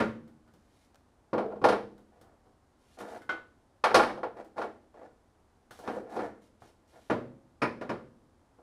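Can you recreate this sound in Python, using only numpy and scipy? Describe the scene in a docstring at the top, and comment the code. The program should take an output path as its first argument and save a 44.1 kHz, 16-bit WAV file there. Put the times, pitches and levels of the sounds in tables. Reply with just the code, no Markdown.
"""A heavy hammer blow booms through a bare car body shell in a garage. A steel bar is then shifted
in the engine bay: it knocks, judders and scrapes on the sheet metal and once clinks free, among light
taps and the slide of glove and sleeve. Four more blows land near the end.
Each hit is a burst of crowded panel modes, a few clear ringing ones and the garage's echo;
each scrape is a stream of tiny slips. Faint air and hum lie underneath."""
import sys
import numpy as np
from scipy import signal
from scipy.fft import rfft, irfft, next_fast_len
from scipy.io import wavfile

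SR = 44100
rng = np.random.default_rng(int(sys.argv[2]) if len(sys.argv) > 2 else 0)


def master(y):
    """Save y as 16-bit WAV."""
    cut = np.clip(np.atleast_2d(y).T, -1, 1)
    pcm = np.round(cut * 32767)  # scale
    wavfile.write(sys.argv[1], SR, pcm.astype(np.int16))


N = 380140
RING = np.arange(SR) / SR  # time since a contact, s

# decay of the garage's echo: f/Hz, t60/s
GARAGE_DECAY = [(100, 1), (300, 0.62), (700, 0.36), (1500, 0.4), (4000, 0.38), (12000, 0.37)]
# clear modes of the steel bar and of the hammer head: f/Hz, level/dB, t60/s
STEEL_BAR_MODES = [(926, -20, .29), (1125, -11, .25), (1330, -7, .17), (1486, 2, .32), (2090, -8, .27),
                   (2550, -27, .18), (3130, -20, .27), (3270, -24, .25), (5300, -24, .15)]
HAMMER_HEAD_MODES = [(1004, 3.5, 0.25), (1249, 4, 0.14), (1540, -1.5, 0.14), (1880, -9, 0.27),
                     (2140, -11, 0.13), (2478, -1.5, 0.14), (4470, -14, 0.17), (5280, -20, 0.14),
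                     (6676, -23, 0.11), (9200, -22.5, 0.12)]
# tone of the sheet metal under a light touch: f/Hz, level/dB
LIGHT_TOUCH_TONE = [(59, -43.5), (100, -3.5), (588, -3), (742, -0.5), (1730, -9), (2630, -20.5),
                    (2930, -15), (9950, -22.5), (15500, -29)]


def amp(db):
    """Decibels to gain."""
    return 10 ** (np.asarray(db) / 20)


def curve_at(points, hz):
    """Reads a curve on a log-frequency axis."""
    f, value = np.transpose(points)
    return np.interp(np.log(hz + 1), np.log(f + 1), value)


def add(mix, start_s, sound):
    """Mixes a sound in at start_s."""
    part = mix[max(round(start_s * SR), 0):][:len(sound)]
    part += sound[:len(part)]


def filtered(x, gain):
    """Shapes the spectrum of x and scales it to rms 1."""
    shaped = irfft(rfft(x) * gain, len(x))
    return shaped / np.sqrt(np.mean(shaped ** 2) + 1e-20)


def dying(x, decay, stretch=1):
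    """Lets each frequency of x die away at its own speed."""
    hz, t, spectrum = signal.stft(x, SR, nperseg=256)
    t60 = np.maximum(stretch * curve_at(decay, hz), .01)
    fade = np.exp(-np.log(1000) * t / t60[:, None])
    return signal.istft(spectrum * fade, SR, nperseg=256)[1][:len(x)]


def through_shell(tone, hz):
    """Gain at each frequency for a contact's tone, coloured by the car's shell and a few hollows."""
    # resonances of the shell, and hollows heard under every contact: f/Hz, width/Hz, level/dB
    resonances = [(101, 17, 6), (128, 23, 5), (183, 36, -5.5), (204.3, 25, 4), (328, 36, 6.5), (459, 14, 6),
                  (500, 50, 6.5), (555, 30, -5), (632, 87, 4), (745, 43, 4), (827, 29, 2.5), (1080, 12, 2),
                  (1150, 30, 1), (1224, 27, 4.5), (1398, 22, 9.5), (1724, 50, 3), (2255, 24, 0),
                  (3090, 48, 4.5), (3830, 76, 4), (4340, 65, 4.5), (5416, 47, 5), (9300, 78, 5)]
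    centre, width, db = np.transpose(resonances)[:, :, None]
    shell_db = (db / (1 + (2 * (hz - centre) / width) ** 2)).sum(0)
    return amp(curve_at(tone, hz) + shell_db)


def ringing(modes, hardness, pitch=1, uneven_db=2):
    """Decaying sines; each contact gives every mode a random phase and share."""
    hz, db, t60 = np.transpose(modes)[:, :, None]
    phase, share = rng.random((2, len(modes), 1))
    height = amp(db + curve_at(hardness, hz) + uneven_db * (share - .5))
    fade = np.exp(-np.log(1000) * RING / t60)
    return (height * fade * np.sin(2 * np.pi * (pitch * hz * RING + phase))).sum(0)


def strikes(hits, tone, modes, level_db, modes_db, room_db, crack, swell_s, ring):
    """Each hit spreads through the shell's crowded modes, rings a few clear ones and fills the garage."""
    # decay of the sheet metal, before scaling by ring: f/Hz, t60/s
    sheet_decay = [(100, 0.45), (400, 0.29), (1200, 0.25), (4000, 0.17), (12000, 0.18)]
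    crack_s, room_rise_s, swell_doubles_db = .0031, .013, 28.5
    cracking = 1 + crack * np.exp(-RING / crack_s)  # the struck spot sounds first
    room_rise = 1 - np.exp(-RING / room_rise_s)
    hardest_db = max(hit[1] for hit in hits)
    hz = np.fft.rfftfreq(SR, 1 / SR)
    gain = through_shell(tone, hz)
    body = rng.standard_normal((2, SR))
    out = np.zeros(N)
    for start, db, bass, clang, treble, *pitch in hits:
        # one body answers every hit, but each spot excites it a little differently
        near, far = np.sqrt(.5) * (body + rng.standard_normal((2, SR)))
        # soft contacts push the bass, hard ones the clang and the treble
        hardness = [(200, bass), (550, 0), (1800, clang), (5500, treble)]
        spot = gain * amp(curve_at(hardness, hz))
        sheet = dying(filtered(near, spot), sheet_decay, ring) * cracking
        echo = amp(room_db) * dying(filtered(far, spot), GARAGE_DECAY) * room_rise
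        clear = amp(modes_db) * ringing(modes, hardness, *pitch)
        # a harder hit sets more of the shell moving, so it swells more slowly
        rise_s = swell_s * 2 ** ((db - hardest_db) / swell_doubles_db)
        attack = 1 - np.exp(-RING / rise_s)
        add(out, start, amp(db + level_db) * (sheet + echo + clear) * attack)
    return out


def pressure(strokes, attack_s, release_s):
    """Each stroke takes hold, presses steadily harder or softer, and lets go."""
    out = np.zeros(N)
    for start, length, db, swell_db in strokes:
        t = np.arange(0, length, 1 / SR)
        grip = np.minimum(t / attack_s, 1) * np.minimum((length - t) / release_s, 1)
        add(out, start, grip * amp(db + swell_db * (t / length - .5)))
    return out


def friction(force, tone, slips_per_s, spread_db, room_db):
    """Tiny slips of uneven size tick the metal under a stroke; the garage smears them."""
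    size = next_fast_len(N)
    slips = (rng.random(size) < slips_per_s / SR) * rng.choice([-1, 1], size)
    heights = amp(spread_db * np.minimum(rng.exponential(1, size), 4))  # most are small, a few catch
    gain = through_shell(tone, np.fft.rfftfreq(size, 1 / SR))
    direct = force * filtered(slips * heights, gain)[:N]
    tail = dying(rng.standard_normal(SR), GARAGE_DECAY)
    echo = signal.fftconvolve(direct, tail / np.linalg.norm(tail))[:N]
    return direct + amp(room_db) * echo


def garage_air(air_db=-66.5, hum_hz=82, hum_db=-79):
    """Room tone: still air with a faint hum."""
    # tone of the air: f/Hz, level/dB
    air_tone = [(12, -35.5), (22, -4.5), (50, -4), (80, -2), (165, -11.5), (240, -6), (450, -12),
                (850, -13), (1500, -21.5), (2500, -30.5), (4300, -32.5), (9500, -36), (12000, -42),
                (15500, -57)]
    size = next_fast_len(N)
    gain = amp(curve_at(air_tone, np.fft.rfftfreq(size, 1 / SR)))
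    air = filtered(rng.standard_normal(size), gain)[:N]
    hum = np.sqrt(2) * np.sin(2 * np.pi * hum_hz * np.arange(N) / SR)
    return amp(air_db) * air + amp(hum_db) * hum


def hammer_blows():
    """The heavy hammer sets the body panels booming."""
    # blows: t/s, level/dB, bass/dB, clang/dB, treble/dB, pitch factor of the struck panel
    blows = [(0.0, -17, 7.5, 10.5, 4.5, 0.98), (7.098, -16, 0.5, 0.5, -4.5, 1.055),
             (7.617, -19, 2, 2.5, -1, 1.03), (7.811, -27.5, -4.5, -1.5, -5.5, 1.03),
             (7.892, -23, 1, 3, -2.5, 0.99)]
    # boom of the crowded panel modes: f/Hz, level/dB
    boom_tone = [(30, -53.5), (60, -25.5), (125, -12.5), (180, -8.5), (230, -7.5), (340, -4), (600, -9),
                 (1100, -11), (1900, -18.5), (3000, -26.5), (5000, -32.5), (7000, -39.5), (10000, -43.5),
                 (15500, -62)]
    # panel modes that ring clear: f/Hz, level/dB, t60/s
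    panel_modes = [(131, -29, 1), (226.4, -2, 0.51), (238.7, -13, 0.95), (316.4, -18.5, 1),
                   (433.5, 2, 0.26), (516, -8, 0.67), (558, -2, 0.35), (590.4, -1, 0.35), (948, -7.5, 0.3),
                   (1076, -17, 0.25), (1190, -56, .4), (1494, -37, 0.23), (1744, -25, 0.17)]
    return strikes(blows, boom_tone, panel_modes, level_db=-4.5, modes_db=-10.5, room_db=-9,
                   crack=.56, swell_s=.005, ring=.72)


def light_taps():
    """Glove and tool tap the metal, barely waking the bar's ring."""
    # taps: t/s, level/dB, bass/dB, clang/dB, treble/dB
    touches = [(0.277, -63, 14, 8, 9.5), (0.476, -57.5, 12, 4, -5), (0.537, -55.5, 16.5, 1, 5),
               (1.979, -59, -3.5, -1.5, -1), (2.212, -56, 9.5, 2, 7.5), (2.459, -57.5, 0.5, -9, -16),
               (3.218, -56, -13.5, 20, 12), (4.445, -59, -6.5, -8.5, -1), (5.708, -46.5, -3, 4.5, 4.5),
               (5.789, -44.5, -5, -8, -5), (6.619, -47.5, -3, -6, -19.5)]
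    return strikes(touches, LIGHT_TOUCH_TONE, STEEL_BAR_MODES, level_db=-3, modes_db=-16.5, room_db=-8.5,
                   crack=1, swell_s=.0014, ring=.94)


def sleeve_slides():
    """Glove and sleeve brush along the metal, their dense slips blurring into a hiss."""
    # strokes: t/s, length/s, level/dB, swell/dB
    strokes = [(.5, 0.37, -77.5, 16), (2.78, 0.2, -71.5, 14), (2.98, 0.052, -53.5, 6),
               (3.07, 0.12, -60.5, -2), (5.705, .28, -63, -3), (6.09, 0.1, -61.5, 3),
               (6.41, .08, -71.5, -1.5), (6.6, 0.11, -66.5, 1.5), (6.87, 0.24, -69, 0.5)]
    # hiss of the cloth: f/Hz, level/dB
    cloth_tone = [(800, -8), (2000, 5), (5500, 2), (7500, -1.5), (10000, -1), (12500, -7), (15500, -20)]
    force = pressure(strokes, attack_s=.0097, release_s=.018)
    return amp(-4.5) * friction(force, cloth_tone, slips_per_s=2100, spread_db=2, room_db=-1.5)


def tool_ticks():
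    """A tool ticks drily as it is set down."""
    # ticks: t/s, level/dB, bass/dB, clang/dB, treble/dB
    touches = [(0.945, -57, -7.5, 8, 6), (0.956, -56, 0, 13, 12)]
    return strikes(touches, LIGHT_TOUCH_TONE, HAMMER_HEAD_MODES, level_db=-3, modes_db=-30, room_db=-15.5,
                   crack=.82, swell_s=.0004, ring=.15)


def bar_knocks():
    """The steel bar knocks on the shell and the engine bay clangs."""
    # knocks: t/s, level/dB, bass/dB, clang/dB, treble/dB
    hits = [(1.330, -12.5, 6.5, -2, -4.5), (1.378, -12.5, -1.5, -0.5, -3.5), (1.431, -38, 6, -15, -4),
            (1.519, -27, -7, -10.5, -18), (1.557, -32.5, 9, -6, -6), (1.615, -19, 10.5, -8, -7),
            (1.640, -1, -4.5, -0.5, 3), (1.685, -11.5, 6, 10.5, 16), (1.721, -13.5, 5, 8, 5.5),
            (3.005, -28.5, 7.5, 6.5, 1), (3.8385, -7, -7.5, 14.5, 15), (3.904, -17, 3, 9, 4),
            (3.943, 0.5, -0.5, 6.5, 17.5), (3.994, -8, -23, 9, 3), (4.028, -16.5, 15, 17, 18.5),
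            (4.093, -23, -6, 12.5, 1), (4.173, -27, -1.5, -5, -3), (4.231, -18, -6.5, 3, -3),
            (4.579, -18.5, -25.5, -4.5, -2), (4.615, -22, -12.5, 8.5, 7), (4.941, -40, 0, -5.5, -1),
            (5.014, -38, 0, -4, -11.5), (5.875, -18, 8.5, 6.5, 4.5), (5.967, -21, -2, -31, -14),
            (6.163, -15.5, -4, -11, -3), (6.191, -21.5, 4, 3, 1), (8.586, -44, 4, -10, -10)]
    # clang of the crowded panel modes: f/Hz, level/dB
    knock_tone = [(30, -64), (60, -40.5), (110, -17.5), (175, -14), (230, -6), (330, -3), (450, 2.5),
                  (650, -1), (850, 0), (1300, -9.5), (2000, -19), (2900, -25.5), (5000, -31), (7200, -44.5),
                  (10000, -43.5), (15500, -68)]
    # engine bay modes that ring clear: f/Hz, level/dB, t60/s
    bay_modes = [(206, -12.5, 0.93), (268.5, -9.5, 0.27), (349, -9.5, 0.16), (457.4, -8, 0.51),
                 (478, -4.5, 0.23), (512.5, -8, 0.54), (660, -9.5, .35), (753, -4, 0.16), (814, -5.5, 0.19),
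                 (996, -16.5, .3), (1118, -4, 0.19), (1400, -7, 0.052), (1760, -21.5, .17),
                 (2248, -15.5, 0.22)]
    return strikes(hits, knock_tone, bay_modes, level_db=-10, modes_db=-15, room_db=-11,
                   crack=.45, swell_s=.004, ring=.82)


def bar_judder():
    """The bar judders to rest on the floor pan in coarse slips."""
    # stroke: t/s, length/s, level/dB, swell/dB
    strokes = [(1.38, 0.17, -36.5, -4)]
    # tone of the floor pan: f/Hz, level/dB
    pan_tone = [(80, -33), (104, -14.5), (160, -30.5), (210, -16.5), (330, -6.5), (440, 3), (530, -11),
                (625, 4), (720, -7.5), (1000, -21.5), (2500, -38.5), (12000, -67.5)]
    force = pressure(strokes, attack_s=.03, release_s=.018)
    return amp(-2) * friction(force, pan_tone, slips_per_s=300, spread_db=2, room_db=-4.5)


def bar_drags():
    """The bar catches and slips over the sheet metal in short, dark scrapes."""
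    # strokes: t/s, length/s, level/dB, swell/dB
    strokes = [(2.11, 0.26, -61, -4), (2.966, 0.18, -43.5, -0.5), (3.115, .08, -39.5, 0),
               (4.35, 0.086, -40.5, 0), (4.558, 0.12, -34, -4.5), (4.945, 0.14, -49, 3.5),
               (5.82, 0.097, -41, 3.5), (5.88, 0.14, -40, 3), (6.04, 0.14, -44.5, 25),
               (6.175, 0.13, -35.5, -9), (6.92, 0.094, -52.5, -5)]
    # tone of the scrape: f/Hz, level/dB
    scrape_tone = [(35, -46), (90, -21), (165, -19), (230, -3), (430, -6.5), (750, -1.5), (1100, -11),
                   (2000, -19), (3000, -34), (5500, -38), (10000, -45.5), (15500, -59.5)]
    force = pressure(strokes, attack_s=.028, release_s=.03)
    return amp(-4.5) * friction(force, scrape_tone, slips_per_s=700, spread_db=1.5, room_db=-4)


def bar_clinks():
    """The bar swings free and clinks, its own modes to the fore."""
    # clinks: t/s, level/dB, bass/dB, clang/dB, treble/dB
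    hits = [(3.292, -24, -2.5, 3, -2.5), (3.314, -39, 1.5, 1.5, 2.5)]
    # tone of the panel under the clink: f/Hz, level/dB
    clink_tone = [(80, -21.5), (300, -4), (700, -1.5), (1400, -3), (1800, -10), (2700, -13.5), (3500, -15),
                  (5500, -25), (7500, -30), (11000, -38), (15000, -52.5)]
    return strikes(hits, clink_tone, STEEL_BAR_MODES, level_db=-8.5, modes_db=1.5, room_db=-7,
                   crack=.24, swell_s=.00074, ring=.98)


def hammer_pings():
    """Square hits set the steel of the hammer head ringing."""
    # square hits: t/s, level/dB, bass/dB, clang/dB, treble/dB
    hits = [(3.945, -30.5, -3, -4, 13.5), (7.618, -22, 0, 3.5, 3), (7.811, -51, -2, -7, 1),
            (7.892, -41, 4.5, -6.5, 2)]
    # bright tone of steel on steel: f/Hz, level/dB
    ping_tone = [(300, -26), (950, 10), (1500, 2.5), (2450, 5.5), (3000, -15.5), (4200, -13), (5200, -6.5),
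                 (6000, -22.5), (8500, -41), (9450, -20.5), (10600, -34), (15000, -59.5)]
    return strikes(hits, ping_tone, HAMMER_HEAD_MODES, level_db=-4, modes_db=-9, room_db=-11.5,
                   crack=.21, swell_s=.0037, ring=.93)


def scene():
    """Hits and scrapes over the room tone, heard in mono from one place in the garage."""
    hits = hammer_blows() + hammer_pings() + bar_knocks() + bar_clinks() + light_taps() + tool_ticks()
    scrapes = bar_judder() + bar_drags() + sleeve_slides()
    return (hits + scrapes + garage_air())[None]


def record(dry, cutoff_hz=15650):
    """A steep low-pass trims the very top of the treble."""
    taps = signal.firwin(511, cutoff_hz, window=("kaiser", 9), fs=SR)
    return signal.oaconvolve(dry, taps[None], "same")


dry = scene()
out = record(dry)
master(out)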